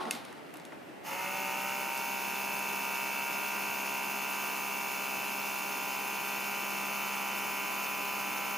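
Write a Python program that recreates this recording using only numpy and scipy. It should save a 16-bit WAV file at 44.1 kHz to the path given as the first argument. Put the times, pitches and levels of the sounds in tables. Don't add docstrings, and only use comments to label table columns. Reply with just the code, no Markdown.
import sys
import numpy as np
from scipy import signal
from scipy.fft import rfft, irfft, next_fast_len
from scipy.io import wavfile
from scipy.ndimage import uniform_filter1d, map_coordinates

SR = 44100
rng = np.random.default_rng(int(sys.argv[2]) if len(sys.argv) > 2 else 0)


def waveform_to_disk(signal):
    frames = np.transpose(np.atleast_2d(signal))
    scaled = np.clip(frames, -1, 1) * 32767
    samples = np.round(scaled).astype(np.int16)
    wavfile.write(sys.argv[1], SR, samples)


def volts_from_decibels(level):
    exponent = np.asarray(level, float) / 20
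    return 10 ** exponent


N = 377937

# f/Hz, density/dB [dB per Hz]
ROOM_SPECTRUM = [(25, -38), (110, -11), (150, -2), (200, -3), (295, 2.5), (450, -2.5), (730, -2.5),
                 (1120, -10.5), (2000, -10.5), (2800, -15), (3600, -23.5), (6000, -29), (9000, -30.5),
                 (15800, -33)]
ROOM_DB = -46
# f/Hz, correlation [-1 to 1]
CORRELATION = [(60, -0.87), (130, -0.31), (290, 0.52), (640, 0.064), (1410, 0.59), (3100, 0.87),
               (6820, 0.92), (15000, 0.7)]

# f/Hz, level/dB, t60/s
BOX_MODES = [(371, -2, 0.72), (756, -4, 1.9), (883, -1, 0.63), (1030, -5, 0.23), (1093, 2.5, 1.1)]
# t/s, rub level/dB, rustle level/dB, t60/s
GRIPS = [
    (0, -37.5, -47, 1.28),
    (0.106, -70, -50, 0.53),
    (0.54, -49, -60, .25),
    (0.72, -41.5, -63, 0.13),
    (0.888, -56, -66, 0.14),
]
GRIP_ATTACK_S, REST_DB = 0.0028, -71
# f/Hz, density/dB [dB per Hz]
RUB_SPECTRUM = [(71, -50), (120, -10), (359, -3), (523, -8), (894, 0.5), (973, -8), (1090, -6),
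                (1420, -8.5), (1970, -23), (2200, -30), (2860, -59), (4840, -120)]
RUSTLE_SPECTRUM = [(880, -33), (1500, -2), (1690, -26), (1830, -5.5), (4020, -7), (7550, -22.5),
                   (9750, -16.5), (15800, -34)]
# t/s, peak level/dB, low ring f/Hz, high ring f/Hz, high part level/dB
TICKS = [(0.054, -28.5, 2010, 5400, -8), (0.1094, -16.5, 2580, 10100, 0), (0.151, -31, 2130, 6200, -2),
         (0.251, -48, 1900, 10200, 8), (0.3275, -38.5, 1940, 8710, -5), (0.4194, -47, 2000, 5950, -31),
         (0.5397, -43.5, 2470, 10800, 5), (0.545, -43, 2750, 10500, -5), (0.557, -43, 2410, 9310, -2),
         (0.5702, -53, 2710, 10600, 14), (0.598, -43.5, 2090, 5210, 7), (0.6515, -37, 3300, 8550, 2),
         (0.722, -33, 2010, 5240, -20)]
# f/Hz, t60/s
LID_RING = (2130, 0.25)
# t/s, peak level/dB, ring f/Hz
THUDS = [
    (0.058, -24, 230),
    (0.085, -30, 250),
    (0.132, -26.5, 236),
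    (0.553, -27.5, 298),
    (0.72, -34, 592),
    (0.886, -30, 299),
]

# t/s, f/Hz [turns per second]
SPEED = [(1.03, 57.6), (1.05, 58.0), (1.13, 61.4), (1.2, 62.6), (1.36, 64.6), (1.53, 64.6), (1.62, 65.5),
         (2.12, 66.6), (2.71, 67.0), (3.07, 66.8), (3.36, 67.1), (4.56, 67.3), (4.66, 67.1), (6.01, 67.1),
         (6.13, 67.0), (6.59, 67.2), (7.27, 67.0), (8.57, 67.0)]
STEADY_HZ, EVEN_HZ = 64.6, 64.9
START_S = 1.03
VALVE_BLOWS = [(0.159, 0.17, 0.65, 0.94), (0.194, 0.0, 0.85, -0.79), (0.444, -0.29, -0.23, 0.53),
               (0.6, -0.12, -0.46, -0.93)]
# f/Hz, width/Hz
PART_MODES = [
    (923, 152),
    (2369, 290),
    (2142, 150),
]
# f/Hz, width/Hz, level/dB
HOUSING_MODES = [(930, 110, 0), (1300, 150, -9), (1750, 160, -6), (2660, 200, -1)]
# t/s, buzz level/dB
PRESS = [
    (1.03, -45.5),
    (1.13, -37),
    (1.45, -35),
    (2.19, -36),
    (2.98, -35),
    (3.8, -35.5),
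    (5.65, -36.5),
    (7.25, -35.5),
    (8.57, -35.5),
]
# multiple of shaft speed, level/dB, change while lid is slack/dB, change as box empties/dB
STRONG_ORDERS = [(3, -9, -2, 1), (6, -11, -4, -1), (9, -16, 11, 3), (10, -11, -8, -3), (11, -8, -12, -5),
                 (12, -5, 2, 2), (13, -7, -8, -3), (14, 2, 0, -8), (15, -5, 2, 5), (16, -20, 4, 8),
                 (17, -11, -12, 2), (18, -9, -9, 3), (19, -21, 13, 2), (20, -19, 6, 14), (21, -3, -5, -5),
                 (23, -7, 2, -1), (24, -9, -6, -13), (29, -20, 7, 8), (32, -19, 1, 11), (33, -9, 3, -8),
                 (34, -3, -3, 0), (35, -7, 0, -8), (36, -9, 0, 2), (37, -4, 0, 2), (39, 1, -8, -3),
                 (40, -2, -5, -6), (41, -4, 2, 1), (42, -16, 10, 1), (43, -15, 3, 1), (45, -18, 7, 9)]
WEAK_DB, WEAK_FROM, WEAK_TO = -21, 25, 47
SEAL_S, PULL_DOWN_S, EMPTY_S = 1.7, 0.4, 8.5
LOOSE_S, LOOSE_SHARE = 1.57, 0.23
# f/Hz, density/dB [dB per Hz]
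AIR_SPECTRUM = [(90, -18.5), (200, -9), (450, -5.5), (900, -2.5), (1150, -2.5), (1350, -1.5), (1700, -8),
                (2100, -5), (2450, -7.5), (2750, -0.5), (3050, -6), (3200, -29), (4200, -44)]
AIR_DB, AIR_BEAT_DB, AIR_LAG, AIR_LUMP_DB = -8, -0.5, 0.57, 0.4
# f/Hz, density/dB [dB per Hz]
HISS_SPECTRUM = [(2400, -40), (3200, -3), (3600, -3), (3930, -6.5), (4520, -3), (5600, -5.5), (6700, 1),
                 (7250, -9), (9180, -7.5), (10100, -9), (10900, 1), (11550, -6), (12300, -2.5), (13600, -5)]
HISS_DB, HISS_DB_PER_TURN = -42.5, 0.48
# f/Hz, density/dB [dB per Hz]
WHISTLE_SPECTRUM = [(13200, -60), (13500, -19), (14000, -14), (14500, -11), (14650, -3), (14850, 0),
                    (15050, -5), (15250, -11), (15400, -30), (15750, -30), (15850, -90)]
# f/Hz, left minus right level/dB
LEAN = [(60, 1), (110, -9), (200, 0.5), (380, 2), (700, -1), (1290, -2), (2380, 0.5), (4400, 0),
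        (8120, -0.5), (15000, 1.5)]
# t/s, peak level/dB, ring f/Hz
CREAKS = [
    (1.977, -25, 8500),
    (2.593, -23, 11000),
]

# f/Hz, width/Hz, level/dB
NOTCHES = [(7150, 70, -9), (9700, 60, -15), (13330, 90, -10), (15600, 200, -14)]
TOP_HZ = 15600

SECONDS = np.arange(N) / SR
BURST_S = np.arange(SR // 4) / SR


def unit(x):
    return x / np.sqrt(np.mean(x ** 2) + 1e-20)


def along(points, hz):
    f, v = np.transpose(points)
    return np.interp(np.log(hz + 1), np.log(f + 1), v)


def curve(rows):
    s, values = np.transpose(rows)
    return np.interp(SECONDS, s, values)


def wobble(rate):
    knots = rng.standard_normal(int(N * rate / SR) + 4)
    return map_coordinates(knots, [np.arange(N) * rate / SR], order=1) * np.sqrt(3 / 2)


def filtered(x, response):
    m = next_fast_len(N + 8192)
    return irfft(rfft(x, m) * response(np.fft.rfftfreq(m, 1 / SR)), m)[..., :N]


def rush(spectrum, gate=1, wide=1):
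    def mid_side_gains(hz):
        angle = np.arccos(np.clip(along(CORRELATION, hz) * wide, -1, 1)) / 2
        return volts_from_decibels(along(spectrum, hz)) * [np.cos(angle), np.sin(angle)]

    mid, side = filtered(gate * rng.standard_normal((2, N)), mid_side_gains)
    return unit(np.array([mid + side, mid - side]))


def ring(hz, t60, t):
    return volts_from_decibels(-60 * t / t60) * np.sin(2 * np.pi * hz * t)


def add_at(out, s, sound):
    start = round(s * SR)
    out[:, start:start + sound.shape[-1]] += sound


def room_tone():
    return volts_from_decibels(ROOM_DB - 1.5) * rush(ROOM_SPECTRUM, wide=0.45)


def box_ringing():
    out = np.zeros((2, N))
    modes = sum(volts_from_decibels(db - 30 * BURST_S / 0.58) * ring(hz, t60, BURST_S) for hz, db, t60 in BOX_MODES)
    add_at(out, 0, volts_from_decibels(-43.0) * modes)
    return out


def grip_gains():
    gain = np.full((2, N), volts_from_decibels(REST_DB))
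    for s, rub_db, rustle_db, t60 in GRIPS:
        t = np.clip(SECONDS - s, 0, None)
        decay = volts_from_decibels(np.array([[rub_db], [rustle_db]]) - 60 * t / t60)
        gain += decay * (1 - np.exp(-t / GRIP_ATTACK_S))
    return gain


def finger_friction():
    rub_gain, rustle_gain = grip_gains()
    off = np.clip((1.05 - SECONDS) / 0.063, 0, 1)
    rub = rub_gain * rush(RUB_SPECTRUM, volts_from_decibels(2.0 * wobble(50.4)))
    rustle = rustle_gain * rush(RUSTLE_SPECTRUM, volts_from_decibels(2.1 * wobble(60)), wide=0.89)
    return off * (rub + rustle)


def plastic_ticks():
    out, t = np.zeros((2, N)), BURST_S
    for s, db, low_hz, high_hz, high_db in TICKS:
        pan_db = rng.normal(-1, 1.5)
        crack = rng.standard_normal(len(t)) * (volts_from_decibels(-60 * t / 0.0054) + 0.061 * volts_from_decibels(-60 * t / 0.23))
        band = signal.butter(2, [1800, high_hz * 1.25], "bandpass", fs=SR)
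        crack = signal.lfilter(*band, crack)
        high_part = 0.6 * ring(high_hz, 0.005, t) + 1.7 * crack
        tick = 0.9 * ring(low_hz, 0.011, t) + volts_from_decibels(high_db) * high_part
        tick *= 1 - np.exp(-t / 0.00023)
        tick[48:] += 0.5 * tick[:-48]
        add_at(out, s, volts_from_decibels(db - 2.5 + np.array([[pan_db], [-pan_db]]) / 2) * tick)
    return out


def table_thuds():
    out = np.zeros((2, N))
    for s, db, hz in THUDS:
        add_at(out, s, volts_from_decibels(db - 5) * ring(hz, 0.1, BURST_S) * (1 - np.exp(-BURST_S / 0.013)))
    return out


def lid_ringing():
    out = np.zeros((2, N))
    hardest_s = TICKS[1][0]
    add_at(out, hardest_s, volts_from_decibels(-42) * ring(*LID_RING, BURST_S))
    return out


def mode(hz, centre, width):
    return 1j * hz * width / (centre ** 2 - hz ** 2 + 1j * hz * width)


def housing(hz):
    return 0.08 + sum(volts_from_decibels(db) * np.abs(mode(hz, c, w)) ** 1.5 for c, w, db in HOUSING_MODES)


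def buzz(turns, speed):
    slack = np.exp(-np.clip(SECONDS - SEAL_S, 0, None) / PULL_DOWN_S)
    empty = (SECONDS - 1) / (EMPTY_S - 1)
    run_up = np.flatnonzero(speed < STEADY_HZ)
    uneven_db = 0.5 + 1.2 * np.clip(EVEN_HZ - speed, 0, 3)
    loose = LOOSE_SHARE * np.clip((LOOSE_S - SECONDS) / 0.067 + 1, 0, 1)
    strong = [k for k, *_ in STRONG_ORDERS]
    weak = [(k, WEAK_DB, 0, 0) for k in range(WEAK_FROM, WEAK_TO + 1) if k not in strong]
    out = np.zeros((2, N))
    for k, db, slack_db, empty_db in list(STRONG_ORDERS) + weak:
        rings = [mode(k * speed[-1], c, w) for c, w in PART_MODES]
        blows = sum(np.dot(push, rings) * np.exp(-2j * np.pi * k * place) for place, *push in VALVE_BLOWS)
        wander_db = 1.0 * wobble(2.5) + uneven_db * wobble(25)
        level = volts_from_decibels(db + slack_db * slack + empty_db * empty + wander_db)
        steady_gain = housing(k * STEADY_HZ)
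        level[run_up] *= housing(k * speed[run_up]) / steady_gain
        level *= (steady_gain + 0.25 + 0.4 * (k < 10)) ** loose
        scatter, spread = rng.normal(0, [0.004 * k, 0.15])
        drift = (0.08 + 0.004 * k) * wobble(2.5)
        phase = 2 * np.pi * k * turns + np.angle(blows) + scatter + drift
        out += level * np.cos(phase + [[spread], [-spread]])
    return out / np.sqrt(uniform_filter1d(np.mean(out ** 2, 0), SR // 4) + 1e-9)


def pulsed_noise(spectrum, turns, depth_db, lag, lump_db, wide=1):
    beat = volts_from_decibels(depth_db * np.cos(2 * np.pi * (3 * turns - lag)))
    return rush(spectrum, beat * volts_from_decibels(lump_db * wobble(90)), wide)


def valve_air(turns, speed, buzz_db):
    gain = volts_from_decibels(buzz_db + AIR_DB + 1.1 * np.clip(STEADY_HZ - speed, 0, 6))
    return gain * pulsed_noise(AIR_SPECTRUM, turns, AIR_BEAT_DB, AIR_LAG, AIR_LUMP_DB, wide=0.95)


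def hiss_and_whistle(turns, speed):
    hiss_db = HISS_DB - HISS_DB_PER_TURN * (speed[-1] - speed)
    hiss = volts_from_decibels(hiss_db) * pulsed_noise(HISS_SPECTRUM, turns, 1.0, 1.0, 0.44)
    whistle_gain = volts_from_decibels(hiss_db - 6.3 - 0.8 * (67 - speed))
    whistle = whistle_gain * pulsed_noise(WHISTLE_SPECTRUM, turns, 3, 0.78, 0.9, wide=1.08)
    small_modes = rng.standard_normal(400)
    return filtered(hiss + whistle, lambda hz: volts_from_decibels(2.7 * map_coordinates(small_modes, [hz / 45])))


def pump():
    speed, buzz_db = curve(SPEED), curve(PRESS)
    on = np.clip((SECONDS - START_S) / 0.04, 0, 1)
    shake = 0.0004 + 0.0013 * np.clip(EVEN_HZ - speed, 0, 5)
    turns = np.cumsum(speed) / SR + shake * wobble(30)
    buzz_gain = volts_from_decibels(buzz_db - 1.1 - 0.25 * np.clip(STEADY_HZ - speed, 0, 6))
    tone = buzz_gain * buzz(turns, speed)
    mix = on * (tone + valve_air(turns, speed, buzz_db) + hiss_and_whistle(turns, speed))
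    return filtered(mix, lambda hz: volts_from_decibels([along(LEAN, hz) / 2, -along(LEAN, hz) / 2]))


def shell_creaks():
    out = np.zeros((2, N))
    for s, db, hz in CREAKS:
        add_at(out, s, volts_from_decibels(db) * ring(hz, 0.002, BURST_S))
    return out


def scene():
    room = room_tone()
    handling = box_ringing() + finger_friction() + plastic_ticks() + table_thuds() + lid_ringing()
    handling += shell_creaks()
    thinned = filtered(handling, lambda hz: 1 / (1 + (140 / (hz + 1)) ** 4))
    return room + thinned + pump()


def top_cut(x):
    return signal.sosfilt(signal.butter(12, 16620, fs=SR, output="sos"), x)


def record(dry):
    def response(hz):
        notch_db = sum(db * np.exp(-((hz - c) / w) ** 2) for c, w, db in NOTCHES)
        return volts_from_decibels(notch_db) * (hz < TOP_HZ)

    return top_cut(filtered(dry, response))


dry = scene()
out = record(dry)
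waveform_to_disk(out)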